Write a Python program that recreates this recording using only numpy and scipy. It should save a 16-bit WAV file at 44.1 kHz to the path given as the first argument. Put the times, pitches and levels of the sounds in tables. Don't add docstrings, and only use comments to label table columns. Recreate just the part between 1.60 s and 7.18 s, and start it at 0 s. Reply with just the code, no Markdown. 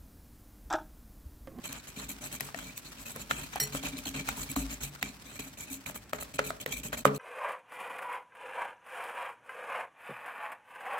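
import sys
import numpy as np
from scipy import signal
from scipy.fft import rfft, irfft, next_fast_len
from scipy.io import wavfile
from scipy.ndimage import uniform_filter1d

SR = 44100
rng = np.random.default_rng(int(sys.argv[2]) if len(sys.argv) > 2 else 0)


def output_pcm(signal):
    pcm = np.clip(np.atleast_2d(signal).T, -1, 1) * 32767
    wavfile.write(sys.argv[1], SR, np.round(pcm).astype(np.int16))


N = 246078

# start in seconds, length in seconds, level in dB,
# treble offset in dB.
STROKES = [(0.036, 0.029, -43.5, -0.5), (0.09, 0.09, -47, -8.5), (0.27, 0.017, -49.5, 2),
           (0.362, 0.078, -47.5, -1.5), (0.483, .033, -47.5, 7), (0.608, 0.059, -46, 0),
           (0.714, 0.038, -42.5, 1.5), (0.798, .015, -45, 0), (0.824, .045, -52, 2.5),
           (0.958, 0.139, -48.5, -5), (1.16, 0.018, -50, 5.5), (1.246, 0.047, -54, 1),
           (1.369, .029, -51.5, -11), (1.396, 0.025, -56, 8.5), (1.452, 0.061, -48, 4),
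           (1.542, 0.049, -51.5, -4), (1.594, 0.026, -51, 3), (1.694, 0.03, -38.5, -5.5),
           (1.741, .1, -47, -1), (1.93, 0.052, -45, -11), (1.997, 0.041, -43, 7.5), (2.058, 0.017, -50, -2),
           (2.123, 0.05, -41.5, -2), (2.228, 0.057, -39.5, -3.5), (2.306, 0.069, -52, -17),
           (2.369, 0.021, -45, 1), (2.453, 0.032, -39, -2), (2.541, 0.062, -39.5, -9),
           (2.673, 0.021, -35.5, -9.5), (2.764, 0.071, -47.5, 4.5), (2.889, 0.021, -45.5, 6),
           (2.957, 0.062, -43, 2.5), (3.101, 0.029, -45, 4.5), (3.205, 0.05, -42.5, 1),
           (3.265, 0.022, -52, 0), (3.412, 0.04, -40.5, -10), (3.453, 0.049, -47, -10),
           (3.653, .12, -53, -3), (3.791, 0.0072, -38.5, -2), (3.798, 0.08, -53, 2.5),
           (3.972, 0.062, -51.5, 4), (4.065, 0.07, -54.5, -10), (4.098, 0.053, -49, 7),
           (4.257, 0.039, -48, 4.5), (4.344, .017, -49, 7), (4.525, 0.033, -56.5, 6.5),
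           (4.583, 0.0072, -49, -11), (4.599, 0.018, -46.5, 8), (4.739, 0.007, -42, 2.5),
           (4.781, 0.0079, -34.5, -27), (4.839, 0.053, -41, -0.5), (5, 0.0068, -41, 2),
           (5.065, 0.037, -50.5, -19), (5.07, .015, -55, 4), (5.107, 0.032, -40, 0),
           (5.162, 0.019, -44.5, 2.5), (5.232, 0.037, -46.5, 5.5), (5.321, .026, -43, -5),
           (5.37, 0.02, -45.5, 5), (5.448, 0.0047, -36.5, 4), (5.543, 0.015, -49.5, 5.5)]
# frequency in Hz, bandwidth in Hz, level in dB.
RUBBED_MODES = [(2330, 70, 0), (2540, 100, -2), (3250, 130, -4), (3650, 300, -6), (4250, 200, -5),
                (5900, 400, -9), (7290, 110, -2), (7750, 400, -4), (8020, 130, -3), (9800, 250, -5),
                (10900, 400, -8), (11700, 300, -8), (12720, 260, -4), (14500, 300, -8), (15200, 300, -9)]
# frequency in Hz, relative density in dB.
GRIT_SPECTRUM = [(900, -31), (1500, -54), (2500, 10.5), (5500, 7), (7800, 16), (10800, 6.5), (13000, 15.5),
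                 (16000, 5.5)]
# start in seconds, air pocket pitch in Hz, its level in dB,
# splash pitch in Hz, its level in dB, crack level in dB, splash left over right in dB.
SLAPS = [(0.127, 536, -54, 2320, -46, -28.5, -10), (.806, 780, -43, 1870, -28, -23.5, 17),
         (.887, 855, -46, 1200, -37, -57, 11), (0.944, 670, -30, 1800, -30.5, -56, 14.5),
         (0.987, 726, -53, 1480, -31, -40, -2), (1.176, 940, -51, 2470, -35, -27.5, -3),
         (1.56, 517, -37.5, 980, -40, -33, -8), (1.709, 905, -37, 1340, -14, -39, -5.5),
         (1.957, 770, -25.5, 930, -38, -28.5, -12), (2.148, 566, -29, 1290, -25.5, -30, 0),
         (2.234, 750, -37, 1700, -43, -49, 0), (2.387, 530, -50, 2380, -35, -34, 15),
         (2.458, 785, -40.5, 1190, -46, -50, -2), (2.687, 810, -30.5, 1350, -19.5, -23, -3),
         (2.775, 950, -37, 1300, -46, -50, 0), (2.962, 734, -34, 1160, -23.5, -28.5, -4),
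         (3.233, 493, -46, 2430, -42, -26.5, 12), (3.358, 980, -58, 1420, -40, -60, 8),
         (3.426, 760, -35.5, 2000, -19, -27, -8), (3.794, 438, -42.5, 2420, -42.5, -34, -24),
         (4.26, 600, -49, 2360, -40.5, -42, -35), (4.297, 615, -38, 1320, -41, -50, 7),
         (4.531, 606, -25, 1250, -20, -32, 4), (4.624, 600, -37, 1240, -29.5, -45, 1),
         (4.79, 552, -19, 1320, -14, -35, -2.5), (4.903, 646, -27, 1270, -25, -53, -11.5),
         (5.06, 488, -27, 1870, -24.5, -31, -11), (5.328, 635, -27.5, 1480, -25.5, -34, 9),
         (5.452, 557, -10, 1205, -12, -26, -22.5)]
# time in seconds, level in dB.
SLOSH_LEVELS = [(0.0, -57.5), (0.12, -55.5), (0.9, -50.5), (1.23, -52), (2.07, -51.5), (2.95, -48.5),
                (3.43, -54.5), (4.6, -58), (4.69, -54), (5.58, -56)]
# frequency in Hz, relative density in dB.
SLOSH_SPECTRUM = [(200, 7), (350, -4), (800, 1.5), (1500, 3), (3000, 0), (6000, -2), (10000, -6.5),
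                  (16000, -8.5)]
# time in seconds, wet swish in dB, counter rumble in dB.
STIRRED_LEVELS = [(0, -50.5, -49), (.4, -50, -50), (.75, -49, -48), (1.2, -63, -52), (1.6, -46.5, -45),
                  (2.0, -48.5, -48), (2.3, -54.5, -45), (2.95, -52, -43), (3.3, -56, -50),
                  (3.7, -50.5, -51.5), (4.1, -54.5, -50), (4.5, -39.5, -45.5), (4.9, -69, -50.5),
                  (5.3, -45.5, -43), (5.58, -56, -44)]
# start in seconds, level in dB, spot on the bowl's foot from 0 to 1,
# hardness in dB per octave.
KNOCKS = [(0.36, -30.5, 0.44, -1.5), (0.484, -31.5, 0.28, -6), (0.802, -39, 0.98, -3.5),
          (0.956, -37, 0.07, -6), (1.709, -33, 0.54, -13.5), (2.006, -30.5, 1, 0), (2.133, -31.5, 0.1, 4),
          (2.235, -30.5, 0, -1), (2.324, -40, 0, 10), (2.456, -34.5, 0.05, 3), (2.542, -27, 0.36, -0.5),
          (2.766, -31, 0.6, -4), (2.958, -18, 0.13, -5), (3.22, -39.5, 1, -8), (3.423, -27.5, 0.43, -5.5),
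          (3.784, -33.5, 0.31, -0.5), (4.098, -35.5, 0.07, 3), (4.529, -38.5, 0.76, 3.5),
          (4.789, -34, 0.61, 10), (5.058, -44, 0.9, 6), (5.238, -28, 0.63, -7), (5.452, -13.5, 0.63, 3)]
# frequency in Hz, 60 dB decay time in seconds, neighbour mode
# in Hz, its relative level in dB, level of the pair in dB, best driving spot from 0 to 1.
COUNTER_MODES = [(53.3, 0.72, 27, -6, -12, 0), (141.2, 0.58, 150, -16.5, -0.5, 1),
                 (203.6, 0.35, 100, -18, -5.5, 0.47), (269.1, 0.43, 282, -3.5, 0.5, 0.07),
                 (425, 0.37, 445, -8, -2, 0.92)]
# frequency in Hz, bandwidth in Hz, level in dB.
RUMBLE_MODES = [(48.8, 10.5, 5.5), (144.4, 10.4, 1.5), (189, 2.5, -3), (208, 16.4, -5), (234.7, 10, 0.5),
                (270.5, 15, 2), (412, 140, -5), (598, 7, -6.5)]
# start in seconds, level in dB.
CLINKS = [(2.001, -26), (2.005, -49), (2.027, -38.5)]
# frequency in Hz, level in dB, 60 dB decay time in seconds.
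GLASS_MODES = [(1845, -9, .09), (2000, -12, .16), (3040, -14, .12), (3120, -13, .08), (3940, -14, .08),
               (4230, -11, .16), (4305, -9, .18), (4985, -14, .1), (5638, 0, .17), (7575, -11, .09),
               (7980, -7, .08), (8710, -7, .1), (9725, -5, .09), (11110, -13, .07), (12450, -3, .06),
               (14520, -8, .1), (15075, -11, .07)]
# frequency in Hz, relative density in dB.
ROOM_SPECTRUM = [(15, -24), (25, 14), (263, 7), (463, -1.5), (2050, -6), (2410, -4.5), (5730, -42),
                 (7920, -10), (9070, -74), (16000, -44.5)]

TREBLE_FROM_HZ = 6000
LEFT_LAG_S = -0.00023
RUN_UP_S, CRACK_S = 0.001705, 0.0019
WASH_DB, WASH_S = -18.5, 0.025
MIDDLING_DB = -46
SWISH_FOLLOWS, RUMBLE_FOLLOWS = 0.97, 0.29
ROCKING_S = 0.021
OFF_SPOT_DB, PIVOT_HZ = 23, 186
ROOM_T60_S, WALL_CUT_HZ = 0.61, 2300
MIC_LOW_CUT_HZ, MIC_HIGH_CUT_HZ = 52, 16000


def scrape():
    start_s, _, level_db, treble_db = np.transpose(STROKES)
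    clicks = grains(7000, 2.8, channels=3)
    body = resonate(clicks, RUBBED_MODES, shifting_db=4.5) * amp(-6)
    friction = stereo(body + coloured(clicks, GRIT_SPECTRUM), 0.12, LEFT_LAG_S) * flutter(80, 2.5)
    low = rms_one(butter(friction, 4, TREBLE_FROM_HZ, "low"))
    high = rms_one(butter(friction, 4, TREBLE_FROM_HZ, "high"))
    low *= amp(-1) * pressure(level_db, rise_s=0.0006, fall_s=0.019)
    high *= pressure(level_db + treble_db, rise_s=0.0054, fall_s=0.01)
    landing = 1 + decays(start_s, -14, fall_s=0.0011)
    return landing * (low + high)


def slaps():
    out = np.zeros((2, N + SR))
    t = np.arange(round(.08 * SR)) / SR - RUN_UP_S
    noise = rng.standard_normal((len(SLAPS), 2, len(t)))
    port_t = t - np.array([[0], [-LEFT_LAG_S]])
    swell = np.exp(np.minimum(port_t, 0) / 0.00022)
    after = np.maximum(port_t, 0)
    for (s, pocket_hz, pocket_db, splash_hz, splash_db, crack_db, pan_db), puff in zip(SLAPS, noise):
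        pocket = np.sin(2 * np.pi * pocket_hz * t) * amp(pocket_db - 60 * after / 0.03)
        splash = np.sin(2 * np.pi * splash_hz * port_t * (1 + 5.7 * port_t))
        splash *= amp(splash_db - 60 * after / 0.014)
        notes = swell * (pocket * pan(5.2) + splash * pan(pan_db))
        burst = (puff[0] + puff) * swell * np.exp(-after / 0.002)
        crack = butter(burst * np.exp(-after / CRACK_S), 1, 6000, "high") * amp(crack_db)
        droplets = butter(burst, 1, [0.96 * splash_hz, 1.92 * splash_hz], "band") * amp(splash_db)
        at = round(s * SR)
        out[:, at:at + len(t)] += notes + crack + droplets
    return out[:, :N]


def batter():
    fizz = grains(2500, 1.1, channels=3)
    lone_pops = .4 * grains(40, 2.3, channels=3)
    slosh = stereo(coloured(fizz + lone_pops, SLOSH_SPECTRUM), 0.26, LEFT_LAG_S)
    slosh *= amp(np.interp(np.arange(N) / SR, *np.transpose(SLOSH_LEVELS))) * flutter(25, 3)
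    swish = butter(grains(1500, 0.52, channels=3), 2, [480, 2100], "band")
    swish = rms_one(stereo(swish, 0.25, LEFT_LAG_S))
    pushed = pressure(stirred(column=1, follows=SWISH_FOLLOWS), rise_s=0.0009, fall_s=0.004)
    slap_s, _, pocket_db, *_ = np.transpose(SLAPS)
    thrown = decays(slap_s, pocket_db + WASH_DB, WASH_S)
    return slosh + swish * (pushed + thrown) * flutter(40, 3)


def counter():
    start_s, db, spot, hardness = np.transpose(KNOCKS)
    at = np.round(start_s * SR).astype(int)
    soft = np.hanning(round(ROCKING_S * SR))
    boom = 0
    for hz, t60, near_hz, near_db, mode_db, best_spot in COUNTER_MODES:
        blows = np.zeros(N)
        spot_loss_db = OFF_SPOT_DB * abs(spot - best_spot)
        blows[at] = amp(db + mode_db - spot_loss_db + hardness * np.log2(hz / PIVOT_HZ))
        rocking = soft / soft.sum() * np.cos(2 * np.pi * hz * np.arange(len(soft)) / SR)
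        push = signal.fftconvolve(blows, rocking)[:N]
        boom += ring(push, hz, t60) + amp(near_db) * ring(push, near_hz, 0.85 * t60)
    rumble = rms_one(resonate(rng.standard_normal((3, N)), RUMBLE_MODES, shifting_db=3.5))
    drive = pressure(stirred(column=2, follows=RUMBLE_FOLLOWS), rise_s=0.0023, fall_s=0.036)
    return (boom + stereo(rumble, 0.98) * drive) * pan(1.6)


def clink():
    at = [round(s * SR) for s, _ in CLINKS]
    strike_db = np.array(CLINKS)[:, 1]
    out = np.zeros((2, N))
    for hz, mode_db, t60 in GLASS_MODES:
        clicks = np.zeros((2, N))
        clicks[:, at] = amp(strike_db + mode_db + rng.normal(0, 1.5, (2, len(at))))
        out += ring(clicks, hz, t60) * flutter(70, 3)
    return out


def kitchen(x):
    out = np.zeros((2, N))
    dull = np.exp(-2 * np.pi * WALL_CUT_HZ / SR)
    for k, lag in enumerate((rng.uniform(.008, 0.016, 12) * SR).astype(int)):
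        loop, state = x.copy(), [0.]
        gain = amp(-60 * lag / SR / ROOM_T60_S)
        for i in range(lag, N, lag):
            back, state = signal.lfilter([gain * (1 - dull)], [1, -dull], loop[i - lag:i], zi=state)
            loop[i:i + lag] += back[:N - i]
        out[k % 2] += (loop - x) * (-1) ** (k // 2)
    return out


def room_tone():
    return amp(-55.5) * coloured(stereo(rng.standard_normal((3, N)), 0.97), ROOM_SPECTRUM)


def pressure(levels_db, rise_s, fall_s):
    held = np.zeros(N)
    for (s, length, *_), db in zip(STROKES, levels_db):
        held[round(s * SR):round((s + length) * SR)] = amp(db)
    fall = np.arange(N) / (fall_s * SR)
    with_tails = np.exp(np.maximum.accumulate(np.log(held + 1e-9) + fall) - fall)
    pole = np.exp(-1 / (rise_s * SR))
    return signal.lfilter([1 - pole], [1, -pole], with_tails)


def stirred(column, follows):
    start_s, _, level_db, _ = np.transpose(STROKES)
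    middling_response_db = np.interp(start_s, *np.transpose(STIRRED_LEVELS)[[0, column]])
    return middling_response_db + follows * (level_db - MIDDLING_DB)


def decays(start_s, db, fall_s):
    jumps = np.zeros(N)
    jumps[np.round(start_s * SR).astype(int)] = amp(db)
    return signal.lfilter([1], [1, -np.exp(-1 / (fall_s * SR))], jumps)


def grains(per_s, spread_db, channels):
    shape = (channels, N)
    sizes = amp(spread_db * np.minimum(rng.exponential(1, shape), 5)) * rng.choice([-1, 1], shape)
    return rms_one(sizes * (rng.random(shape) < per_s / SR))


def resonate(x, modes, shifting_db):
    out = 0
    for k, (hz, width, db) in enumerate(modes):
        t60 = np.log(1000) / (np.pi * width)
        out += (-1) ** k * amp(db) * rms_one(ring(x * flutter(16.2, shifting_db), hz, t60))
    return out


def ring(clicks, hz, t60):
    r, w = amp(-60 / (t60 * SR)), 2 * np.pi * hz / SR
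    return signal.lfilter([0, np.sin(w)], [1, -2 * r * np.cos(w), r * r], clicks + 1e-18)


def flutter(hz, depth_db):
    return amp(depth_db * rms_one(butter(rng.standard_normal(N), 2, hz, "low")))


def stereo(parts, alike, lag_s=0):
    shared, own = parts[0], parts[1:]
    left = np.interp(np.arange(N) - lag_s * SR, np.arange(N), shared)
    return np.sqrt(alike) * np.array([left, shared]) + np.sqrt(1 - alike) * own


def coloured(x, spectrum):
    hz, db = np.transpose(spectrum)
    size = next_fast_len(N)
    bins = np.maximum(np.fft.rfftfreq(size, 1 / SR), 1)
    gain = amp(np.interp(np.log(bins), np.log(hz), db))
    return rms_one(irfft(rfft(x, size) * gain, size)[..., :N])


def butter(x, order, hz, kind):
    return signal.sosfilt(signal.butter(order, hz, kind, fs=SR, output="sos"), x)


def pan(db):
    return amp([[db / 2], [-db / 2]])


def amp(db):
    return 10 ** (np.asarray(db) / 20)


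def rms_one(x):
    return x / np.sqrt(np.mean(x ** 2) + 1e-20)


def scene():
    blows = slaps() + clink()
    stirring = scrape() + batter()
    air = room_tone()
    echo = kitchen(amp(-19) * blows.mean(axis=0))
    return blows + stirring + counter() + echo + air


def record(dry):
    power = uniform_filter1d((dry ** 2).mean(axis=0), round(.008 * SR))
    ahead = round(.012 * SR)
    coming = np.r_[power[ahead:], np.full(ahead, power[-1])]
    jump_db = 10 * np.log10((coming + 1e-9) / (power + 1e-9))
    duck_db = .7 * uniform_filter1d(np.clip(jump_db - 6, 0, 40), round(.005 * SR))
    ducked = butter(dry * amp(-duck_db), 4, MIC_LOW_CUT_HZ, "high")
    return signal.sosfilt(signal.ellip(10, .5, 60, MIC_HIGH_CUT_HZ, fs=SR, output="sos"), ducked)


dry = scene()
out = record(dry)
output_pcm(out)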